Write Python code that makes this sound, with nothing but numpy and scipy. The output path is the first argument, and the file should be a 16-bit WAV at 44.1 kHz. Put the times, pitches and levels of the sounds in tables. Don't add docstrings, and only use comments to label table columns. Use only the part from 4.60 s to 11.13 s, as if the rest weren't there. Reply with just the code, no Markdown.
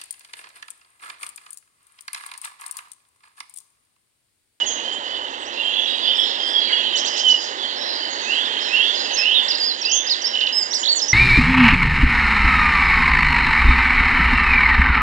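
import sys
import numpy as np
from scipy import signal
from scipy.fft import rfft, irfft, next_fast_len
from scipy.io import wavfile
from scipy.ndimage import uniform_filter1d

SR = 44100
rng = np.random.default_rng(int(sys.argv[2]) if len(sys.argv) > 2 else 0)


def digitize_waveform(pressure):
    field = np.atleast_2d(pressure).T
    bounded = np.clip(field, -1, 1)
    quanta = np.round(bounded * 32767).astype(np.int16)
    wavfile.write(sys.argv[1], SR, quanta)


N = 287973
TIME = np.arange(N) / SR
PROGRESS = np.linspace(0, 1, 101)


def from_db(db):
    return 10 ** (np.asarray(db) / 20)


def colour(x, points):
    size = next_fast_len(len(x) + 4096)
    hz, db = np.transpose(points)
    bins = np.maximum(np.fft.rfftfreq(size, 1 / SR), 1)
    gain = from_db(np.interp(np.log(bins), np.log(hz), db))
    return irfft(rfft(x, size) * gain, size)[:len(x)]


def wander(size, per_s):
    steps = np.arange(size) / SR * per_s
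    knots = rng.standard_normal(4096)
    return np.interp(steps, np.arange(len(knots)), knots)


def fader_rides(rows):
    times, *columns = np.transpose(rows)
    return [np.interp(TIME, times, db - np.median(db)) for db in columns]


def noise(spectrum):
    return colour(rng.standard_normal(N) * np.sqrt(SR / 2), spectrum)


def add(out, start_s, sound):
    at = int(np.clip(start_s * SR, 0, N - 1))
    out[at:at + len(sound)] += sound[:N - at]


def in_registers(x, centres_hz, levels_db):
    size = next_fast_len(N)
    log_hz = np.log(np.maximum(np.fft.rfftfreq(size, 1 / SR), 1))
    spectrum, out = rfft(x, size), 0
    for share, db in zip(np.eye(len(centres_hz)), levels_db):
        band = irfft(spectrum * np.interp(log_hz, np.log(centres_hz), share), size)
        out = out + band[:N] * from_db(db)
    return out


def glide(from_hz, to_hz, bend=1, progress=PROGRESS):
    return from_hz + (to_hz - from_hz) * bend * progress / (1 + (bend - 1) * progress)


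def flick(turn, from_hz, turn_hz, to_hz, bend=1):
    after = np.clip((PROGRESS - turn) / (1 - turn), 0, 1)
    approach = glide(from_hz, turn_hz, 0.93, PROGRESS / turn)
    return np.where(PROGRESS < turn, approach, glide(turn_hz, to_hz, bend, after))


def envelope(attack, onset_db, release, end_db):
    rise = onset_db * np.maximum(1 - PROGRESS / attack, 0)
    fade = end_db * np.maximum(1 - (1 - PROGRESS) / release, 0)
    return rise + fade


def sung(start, length, pitch_hz, level_db):
    return start + length * PROGRESS, pitch_hz, level_db


def syrinx(note, rasp, rasp_per_s, edge_s):
    times, hz, db = note
    t = np.arange(times[0] - edge_s / 2, times[-1] + edge_s, 1 / SR)
    pitch = uniform_filter1d(np.interp(t, times, hz), size=90, mode="nearest")
    pitch *= 1 + rasp * wander(len(t), rasp_per_s)
    from_edge_s = np.minimum(t - t[0], t[-1] - t)
    gate = np.sin(np.pi / 2 * np.clip(from_edge_s / edge_s, 0, 1)) ** 2
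    level = from_db(np.interp(t, times, db) + 0.89 * wander(len(t), 170))
    return np.sqrt(2) * gate * level * np.sin(2 * np.pi * np.cumsum(pitch) / SR)


def among_trees(call, direct_db, echo_db, t60):
    t = np.arange(SR * 3 // 4) / SR
    scatter = rng.standard_normal(len(t)) * (1 - np.exp(-t / 0.0018))
    scatter *= from_db(-60 * t / t60) + 0.049 * from_db(-60 * t / 1.4)
    echo = signal.fftconvolve(call, scatter)
    echo *= from_db(echo_db) * np.sqrt(np.sum(call ** 2) / (np.sum(echo ** 2) + 1e-20))
    echo[:len(call)] += from_db(direct_db) * call
    return echo


def bird(notes, rasp, rasp_per_s, edge_s, direct_db, echo_db, t60):
    out = np.zeros(N)
    for note in notes:
        call = syrinx(note, rasp, rasp_per_s, edge_s)
        add(out, note[0][0] - edge_s / 2, among_trees(call, direct_db, echo_db, t60))
    return out


# frequency in Hz, relative density in dB.
HISS_TONE = [(30, -95.5), (90, -88.5), (170, -91), (230, -68), (320, -65), (600, -62), (730, -65),
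             (900, -60), (1300, -67.5), (1900, -60.5), (2150, -66.5), (2350, -77.5), (3000, -89.5)]
# time in seconds, body and upper edge in relative dB.
HISS_RIDE = [(0.0, -40.5, -36), (0.02, -39.5, -44), (0.89, -40, -45.5), (2.09, -38.5, -41),
             (2.11, -39, -35.5), (2.27, -38.5, -44), (2.47, -37, -39.5), (2.69, -39, -44),
             (4.13, -38.5, -37), (4.56, -37, -41.5), (4.58, -38, -35), (4.75, -40, -43.5),
             (4.86, -38.5, -37), (5.11, -42, -44), (5.38, -41, -46.5), (5.46, -42, -41.5),
             (6.46, -40.5, -45), (6.53, -42, -45)]


def outdoor_hiss():
    return in_registers(noise(HISS_TONE), [900, 1800], fader_rides(HISS_RIDE))


def far_voices(count, slide, note_s):
    out = np.zeros(N)
    for when, register, slope, length in rng.random((count, 4)):
        start, hz = when * N / SR, 2400 + 5800 * register
        end, end_hz = start + note_s * (.5 + length), hz * (1 + slide * (2 * slope - 1))
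        note = (start, end), (hz, end_hz), (0, 0)
        add(out, start, syrinx(note, rasp=.0033, rasp_per_s=60, edge_s=.015))
    wash = among_trees(out, direct_db=2, echo_db=0, t60=.55)[:N]
    return wash / np.sqrt(np.mean(wash ** 2) + 1e-20)


# frequency in Hz, relative density in dB.
CHORUS_TONE = [(2000, -100), (2400, -71), (2700, -60), (3050, -54.5), (3600, -58), (4500, -58),
               (5300, -73.5), (5800, -78), (6600, -70.5), (7500, -81), (8300, -100), (9000, -124),
               (14000, -119)]
# time in seconds, low, middle and high band in relative dB.
CHORUS_RIDE = [(0.0, -28, -45.5, -42), (0.36, -33, -44.5, -55), (0.87, -31, -48, -53.5),
               (1.25, -25, -43.5, -52), (1.91, -30, -41.5, -54.5), (2.25, -23, -41, -50.5),
               (2.56, -27.5, -40.5, -45.5), (2.91, -33.5, -41, -47), (3.33, -31, -36.5, -56.5),
               (3.73, -33, -34.5, -46), (3.89, -26, -43, -51), (4.36, -27.5, -36, -44),
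               (4.76, -27, -38.5, -54.5), (5.02, -31.5, -38, -49.5), (5.33, -31.5, -46.5, -50.5),
               (5.76, -32.5, -44.5, -51), (5.95, -37.5, -51, -50), (6.53, -38, -46.5, -43.5)]


def chorus(blur_db, voices_db, flicker_db, middle_db):
    voices = colour(far_voices(count=260, slide=.063, note_s=.083) * np.sqrt(SR / 8), CHORUS_TONE)
    crowd = from_db(blur_db) * noise(CHORUS_TONE) + from_db(voices_db) * voices
    low, middle, high = [db + flicker_db * wander(N, 35) for db in fader_rides(CHORUS_RIDE)]
    return in_registers(crowd, [3100, 4400, 6800], [low, middle + middle_db, high])


# frequency in Hz, level in dB before wobble and panning.
HUM_PARTIALS = [(59.5, -68.5), (120, -76.5)]


def mains_hum():
    hum = sum(np.sqrt(2) * from_db(db) * np.sin(2 * np.pi * hz * TIME) for hz, db in HUM_PARTIALS)
    return hum * from_db(2.2 * wander(N, 9)) * from_db([[-1.7], [1.7]])


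# frequency in Hz, density in dB per Hz.
MIC_FLOOR = [(30, -97.5), (200, -92.5), (2000, -91.5), (8000, -112), (11000, -121), (14000, -119)]


def room_air():
    return np.array([from_db(-23.5) * noise(HISS_TONE) + noise(MIC_FLOOR) for side in range(2)])


# start and length in seconds, first and last pitch in Hz, bend,
# relative level in dB.
WHISTLE_NOTES = [ (0.0, 0.028, 3007, 2900, 2.3, -14), (2.078, 0.04, 2420, 2010, 0.99, -26.5),
                 (2.125, 0.034, 2950, 2890, 1, -12.5), (2.18, .03, 2950, 2823, 1, -18.5),
                 (2.24, 0.054, 3160, 2970, 1.7, -17.5), (2.33, 0.04, 3200, 2960, 2.8, -15.5),
                 (2.662, .062, 3031, 2977, 1.2, -6.5), (2.738, .013, 2926, 2900, 1, -10),
                 (4.745, 0.059, 3810, 2900, .2, -11), ]


def mellow_whistles():
    swell = envelope(attack=.5, onset_db=-3.4, release=.31, end_db=-4.1)
    notes = [sung(start, length, glide(*path), db + swell) for start, length, *path, db in WHISTLE_NOTES]
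    return bird(notes, rasp=.005, rasp_per_s=230, edge_s=.014, direct_db=-1, echo_db=-9.5, t60=.21)


FAR_ENVELOPE = envelope(attack=.11, onset_db=-1.2, release=.36, end_db=-6.2)
# start and length in seconds, pitch in Hz, relative level in dB.
WARBLE_NOTES = [ (0.059, 0.042, 3270, -25.5), (0.241, 0.087, 3123, -21.5), (0.399, 0.27, 3030, -28),
                (0.973, .035, 2798, -17.5), (1.029, 0.063, 3173, -18), (1.08, 0.14, 2790, -26.5),
                (1.129, .11, 3353, -18.5), (1.139, 0.026, 3065, -20.5), (1.269, .05, 3776, -20),
                (1.277, 0.041, 3360, -21.5), (1.417, 0.097, 3425, -20), (1.45, 0.07, 2933, -23.5),
                (1.468, 0.042, 3143, -14.5), (1.55, 0.2, 3660, -25.5), (1.58, 0.043, 3320, -13),
                (1.6, 0.026, 3110, -21.5), (1.79, .09, 3168, -20.5), (1.849, 0.11, 3450, -24),
                (1.94, 0.058, 3310, -12.5), (2.118, .07, 3320, -17), (2.39, 0.049, 3167, -19.5),
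                (2.476, 0.076, 3044, -25), (2.605, 0.043, 3120, -13.5), (2.989, 0.047, 3390, -23),
                (3.03, 0.054, 3120, -23.5), (3.41, 0.043, 3080, -25), (3.89, 0.13, 3180, -24.5),
                (5.734, .05, 3033, -17.5), (5.76, .09, 2920, -19), (5.822, .03, 3010, -21), ]


def far_warble():
    notes = [sung(start, length, glide(hz, hz), db + FAR_ENVELOPE)
             for start, length, hz, db in WARBLE_NOTES]
    return bird(notes, rasp=.022, rasp_per_s=260, edge_s=.03, direct_db=-6, echo_db=-2, t60=.5)


# start and length in seconds, relative level in dB.
BUZZ_NOTES = [(0.06, .07, -24), (3.503, 0.036, -34), (3.612, 0.041, -35)]


def far_buzzes():
    pitch = glide(from_hz=6650, to_hz=6340)
    notes = [sung(start, length, pitch, db + FAR_ENVELOPE) for start, length, db in BUZZ_NOTES]
    return bird(notes, rasp=.04, rasp_per_s=500, edge_s=.012, direct_db=-3, echo_db=-2, t60=.35)


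# start and length in seconds, share of the note before the turn,
# first, turning and last pitch in Hz, bend, relative level in dB.
TWITTER_FLICKS = [ (0.323, .034, .5, 6650, 7370, 6770, 1.1, -36),
                  (0.851, 0.04, .3, 4740, 5750, 6350, .4, -39),
                  (4.536, .029, .75, 6170, 6330, 3930, 1.1, -20),
                  (4.567, .058, .14, 3930, 5460, 5080, 1.5, -16),
                  (4.878, .017, .6, 3440, 5350, 5640, 1, -16),
                  (4.901, 0.024, .57, 5160, 4720, 3610, 0.9, -14),
                  (4.943, .022, 0.58, 3600, 5260, 3670, 1.1, -16.5),
                  (4.976, .02, .55, 6900, 7360, 7200, 1, -34),
                  (5.214, 0.022, 0.56, 5800, 5360, 3320, 0.9, -19),
                  (5.248, 0.025, .23, 3460, 4850, 4916, 0.88, -15),
                  (5.296, 0.013, .5, 5950, 5750, 5320, 1, -22.5),
                  (5.312, .08, 0.14, 4880, 6840, 6140, 4, -13.5),
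                  (5.467, .021, 0.77, 4750, 5200, 5840, 0.92, -20),
                  (5.494, .054, 0.17, 3425, 5250, 3320, 1.1, -13),
                  (5.615, .022, 0.42, 4930, 6250, 4700, 1.5, -24),
                  (5.641, .04, 0.27, 4640, 4720, 5510, 5.6, -15.5),
                  (5.926, 0.11, .55, 5044, 5187, 4810, .8, -14.5),
                  (6.108, 0.026, 0.36, 5460, 5570, 6320, 1, -20),
                  (6.132, .042, .36, 3380, 6060, 4520, 1.6, -15),
                  (6.23, .016, .5, 2810, 3380, 4290, 1, -17),
                  (6.25, .017, 0.77, 3200, 4490, 3300, 1.2, -14),
                  (6.269, .066, .3, 3230, 4500, 4370, .6, -11.5),
                  (6.355, .04, 0.56, 7200, 6820, 5900, 5, -17),
                  (6.393, .013, 0.43, 6650, 4520, 3250, 0.89, -18),
                  (6.417, .024, 0.19, 4770, 5360, 5070, 0.27, -12),
                  (6.481, 0.04, .1, 5220, 6110, 5570, 1.2, -15.5), ]


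def near_twitter():
    swell = envelope(attack=.22, onset_db=-3, release=.44, end_db=-4.7)
    notes = [sung(start, length, flick(*path), db + swell) for start, length, *path, db in TWITTER_FLICKS]
    long_s, sag_hz_per_s, waver_hz, wavers_per_s = .1248, 7000, 371, 11.3
    t = long_s * PROGRESS
    wavering = 5198 - sag_hz_per_s * t - waver_hz * np.sin(2 * np.pi * wavers_per_s * t)
    notes.append(sung(start=5, length=long_s, pitch_hz=wavering, level_db=swell - 16))
    return bird(notes, rasp=.0046, rasp_per_s=500, edge_s=.0037, direct_db=-1, echo_db=-5.5, t60=.33)


# start and length in seconds, first and last pitch in Hz, bend,
# relative level in dB.
THIN_NOTES = [ (0.79, 0.074, 8300, 7280, 1.5, -48), (0.91, .065, 5900, 5050, 4.5, -44.5),
              (1.01, 0.14, 7540, 6250, 0.46, -45), (1.2, 0.058, 6450, 5300, .3, -42.5),
              (1.27, .05, 8250, 7370, .7, -50.5), (1.35, .07, 8160, 8750, 1, -50),
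              (1.56, 0.058, 7960, 8430, 0.93, -46.5), (1.645, 0.071, 7400, 6180, 0.64, -42.5),
              (1.795, .04, 6300, 6080, 1, -43), (1.855, 0.051, 8030, 8500, 0.87, -42.5),
              (3.725, 0.041, 4270, 3870, 1.1, -28.5), (3.725, 0.032, 7600, 7820, 1.3, -51),
              (4.025, 0.073, 4360, 3700, .7, -26.5), (4.515, 0.019, 6580, 6120, 0.79, -32),
              (4.83, .1, 7570, 6900, 1, -40.5), (5.02, .05, 7150, 6750, 1, -40),
              (5.165, 0.045, 6950, 6600, 1, -39), (5.945, .08, 8400, 7450, 4, -36),
              (6.026, .013, 7500, 6800, 1, -29), (6.137, 0.018, 8470, 7620, 1.5, -33),
              (6.185, 0.036, 7270, 6720, 0.79, -23.5), (6.318, 0.017, 7430, 7200, 0.82, -27), ]
# start in seconds, relative level in dB.
CHIP_CUES = [(3.853, -32), (4.308, -39), (4.349, -23.5), (4.392, -22), (4.437, -22.5)]
# start in seconds, relative level in dB.
TICK_CUES = [(5.746, -17), (5.804, -12), (5.864, -12.5)]


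def thin_calls():
    swell = envelope(attack=.3, onset_db=-5, release=.26, end_db=-2.2)
    tick_swell = envelope(attack=.7, onset_db=-20, release=.2, end_db=-1)
    arch = flick(turn=.27, from_hz=4850, turn_hz=5260, to_hz=4360)
    dive = glide(from_hz=6200, to_hz=2654)
    notes = [sung(start, length, glide(*path), db + swell) for start, length, *path, db in THIN_NOTES]
    notes += [sung(start, .027, arch, db + swell) for start, db in CHIP_CUES]
    notes += [sung(start, .011, dive, db + tick_swell) for start, db in TICK_CUES]
    return bird(notes, rasp=.0058, rasp_per_s=600, edge_s=.0043, direct_db=-2.5, echo_db=-3.5, t60=.28)


# start and length in seconds, first and last pitch in Hz, relative level in dB.
HUSKY_NOTES = [ (0.9, 0.11, 4030, 3900, -32.5), (1.27, .06, 4930, 4700, -35),
               (1.415, 0.061, 4730, 4940, -27.5), (1.54, 0.18, 5270, 5070, -29),
               (1.62, .07, 3870, 4400, -24.5), (1.8, .12, 5005, 5230, -27.5), (1.95, .05, 4850, 4640, -30),
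               (1.99, .1, 3900, 4380, -23.5), (2.02, .16, 4620, 4400, -27.5), (2.5, .07, 5130, 4960, -25.5),
               (2.74, .08, 4870, 4900, -25.5), (3.01, 0.13, 4560, 4050, -29.5), (3.16, .1, 5230, 5410, -28),
               (3.25, .2, 5100, 4390, -26.5), (3.2, 0.15, 3886, 4190, -23.5), (4.0, .08, 5250, 5340, -27.5),
               ]


def far_husky_twitter():
    notes = [sung(start, length, glide(*path), db + FAR_ENVELOPE)
             for start, length, *path, db in HUSKY_NOTES]
    return bird(notes, rasp=.042, rasp_per_s=220, edge_s=.025, direct_db=-9, echo_db=-1, t60=.55)


# start in seconds, relative level in dB.
SYLLABLE_CUES = [(2.351, -24), (2.441, -24.5), (2.559, -25.5), (2.675, -25.5), (2.803, -33.5)]
# delay and length in seconds, share before the turn,
# first, turning and last pitch in Hz, bend, level offset in dB.
SYLLABLE_SWEEPS = [(.007, .041, .76, 3000, 6000, 6250, 2, 3), (.03, .02, .5, 3500, 5000, 5500, 1.5, 1.5),
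                   (.002, .023, .5, 5400, 6900, 7500, 1, -2), (.01, .015, .5, 5700, 6050, 6400, 1, -4)]


def chatter():
    swell = envelope(attack=.24, onset_db=-2.3, release=.52, end_db=-3.6)
    notes = []
    for start, level_db in SYLLABLE_CUES:
        detune = 1 + .015 * rng.standard_normal()
        notes += [sung(start + delay, length, detune * flick(*path), level_db + db + swell)
                  for delay, length, *path, db in SYLLABLE_SWEEPS]
    return bird(notes, rasp=.02, rasp_per_s=900, edge_s=.004, direct_db=-1.5, echo_db=-2.5, t60=.19)


# start and length in seconds, relative level in dB.
SLUR_NOTES = [(3.635, 0.22, -17.5), (4.082, 0.21, -14), (4.573, .225, -13.5), (5.215, 0.18, -19.5)]


def far_slurs(slap_s, slap_db):
    swell = envelope(attack=.3, onset_db=-19.6, release=.69, end_db=-7.1)
    pitch = glide(from_hz=2520, to_hz=3538, progress=np.sin(np.pi / 2 * PROGRESS) ** 2)
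    notes = [sung(start, length, pitch, db + swell) for start, length, db in SLUR_NOTES]
    song = bird(notes, rasp=.012, rasp_per_s=120, edge_s=.03, direct_db=-2.5, echo_db=-3, t60=.42)
    add(song, slap_s, from_db(slap_db) * song)
    return song


# frequency in Hz, gain in dB.
TOP_ROLLOFF = [(8000, 0), (8500, -5), (8900, -22.5), (12000, -41.5)]
# frequency in Hz, left minus right in dB.
LEFT_SHADE = [(100, -1.5), (300, -8), (750, -6.5), (1050, -3.5), (1950, -9.5), (2330, -13), (2550, -16),
              (2900, -8.5), (3800, -16.5), (4400, -7.5), (5600, -11.5), (6100, -18.5), (7000, -17.5),
              (7900, -12.5)]


def scene():
    near = near_twitter() + thin_calls() + mellow_whistles() + chatter()
    far = from_db(1.5) * far_slurs(slap_s=.054, slap_db=-5.5) + from_db(2) * far_warble()
    far += from_db(-.5) * far_husky_twitter() + from_db(3.5) * far_buzzes()
    bed = from_db(.32) * outdoor_hiss() + chorus(blur_db=-3, voices_db=-8.5, flicker_db=2.13, middle_db=-5)
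    right = colour(near + far + bed, TOP_ROLLOFF)
    left = np.interp(TIME - 16 / SR, TIME, colour(right, LEFT_SHADE))
    return np.array([left, right]) + mains_hum() + room_air()


def record(dry):
    overtones = .007 * colour(dry[1] ** 2, [(4000, -37), (8000, 4)])
    high_cut = signal.ellip(8, .3, 70, 15000, fs=SR, output="sos")
    return signal.sosfilt(high_cut, dry + overtones)


dry = scene()
out = record(dry)
digitize_waveform(out)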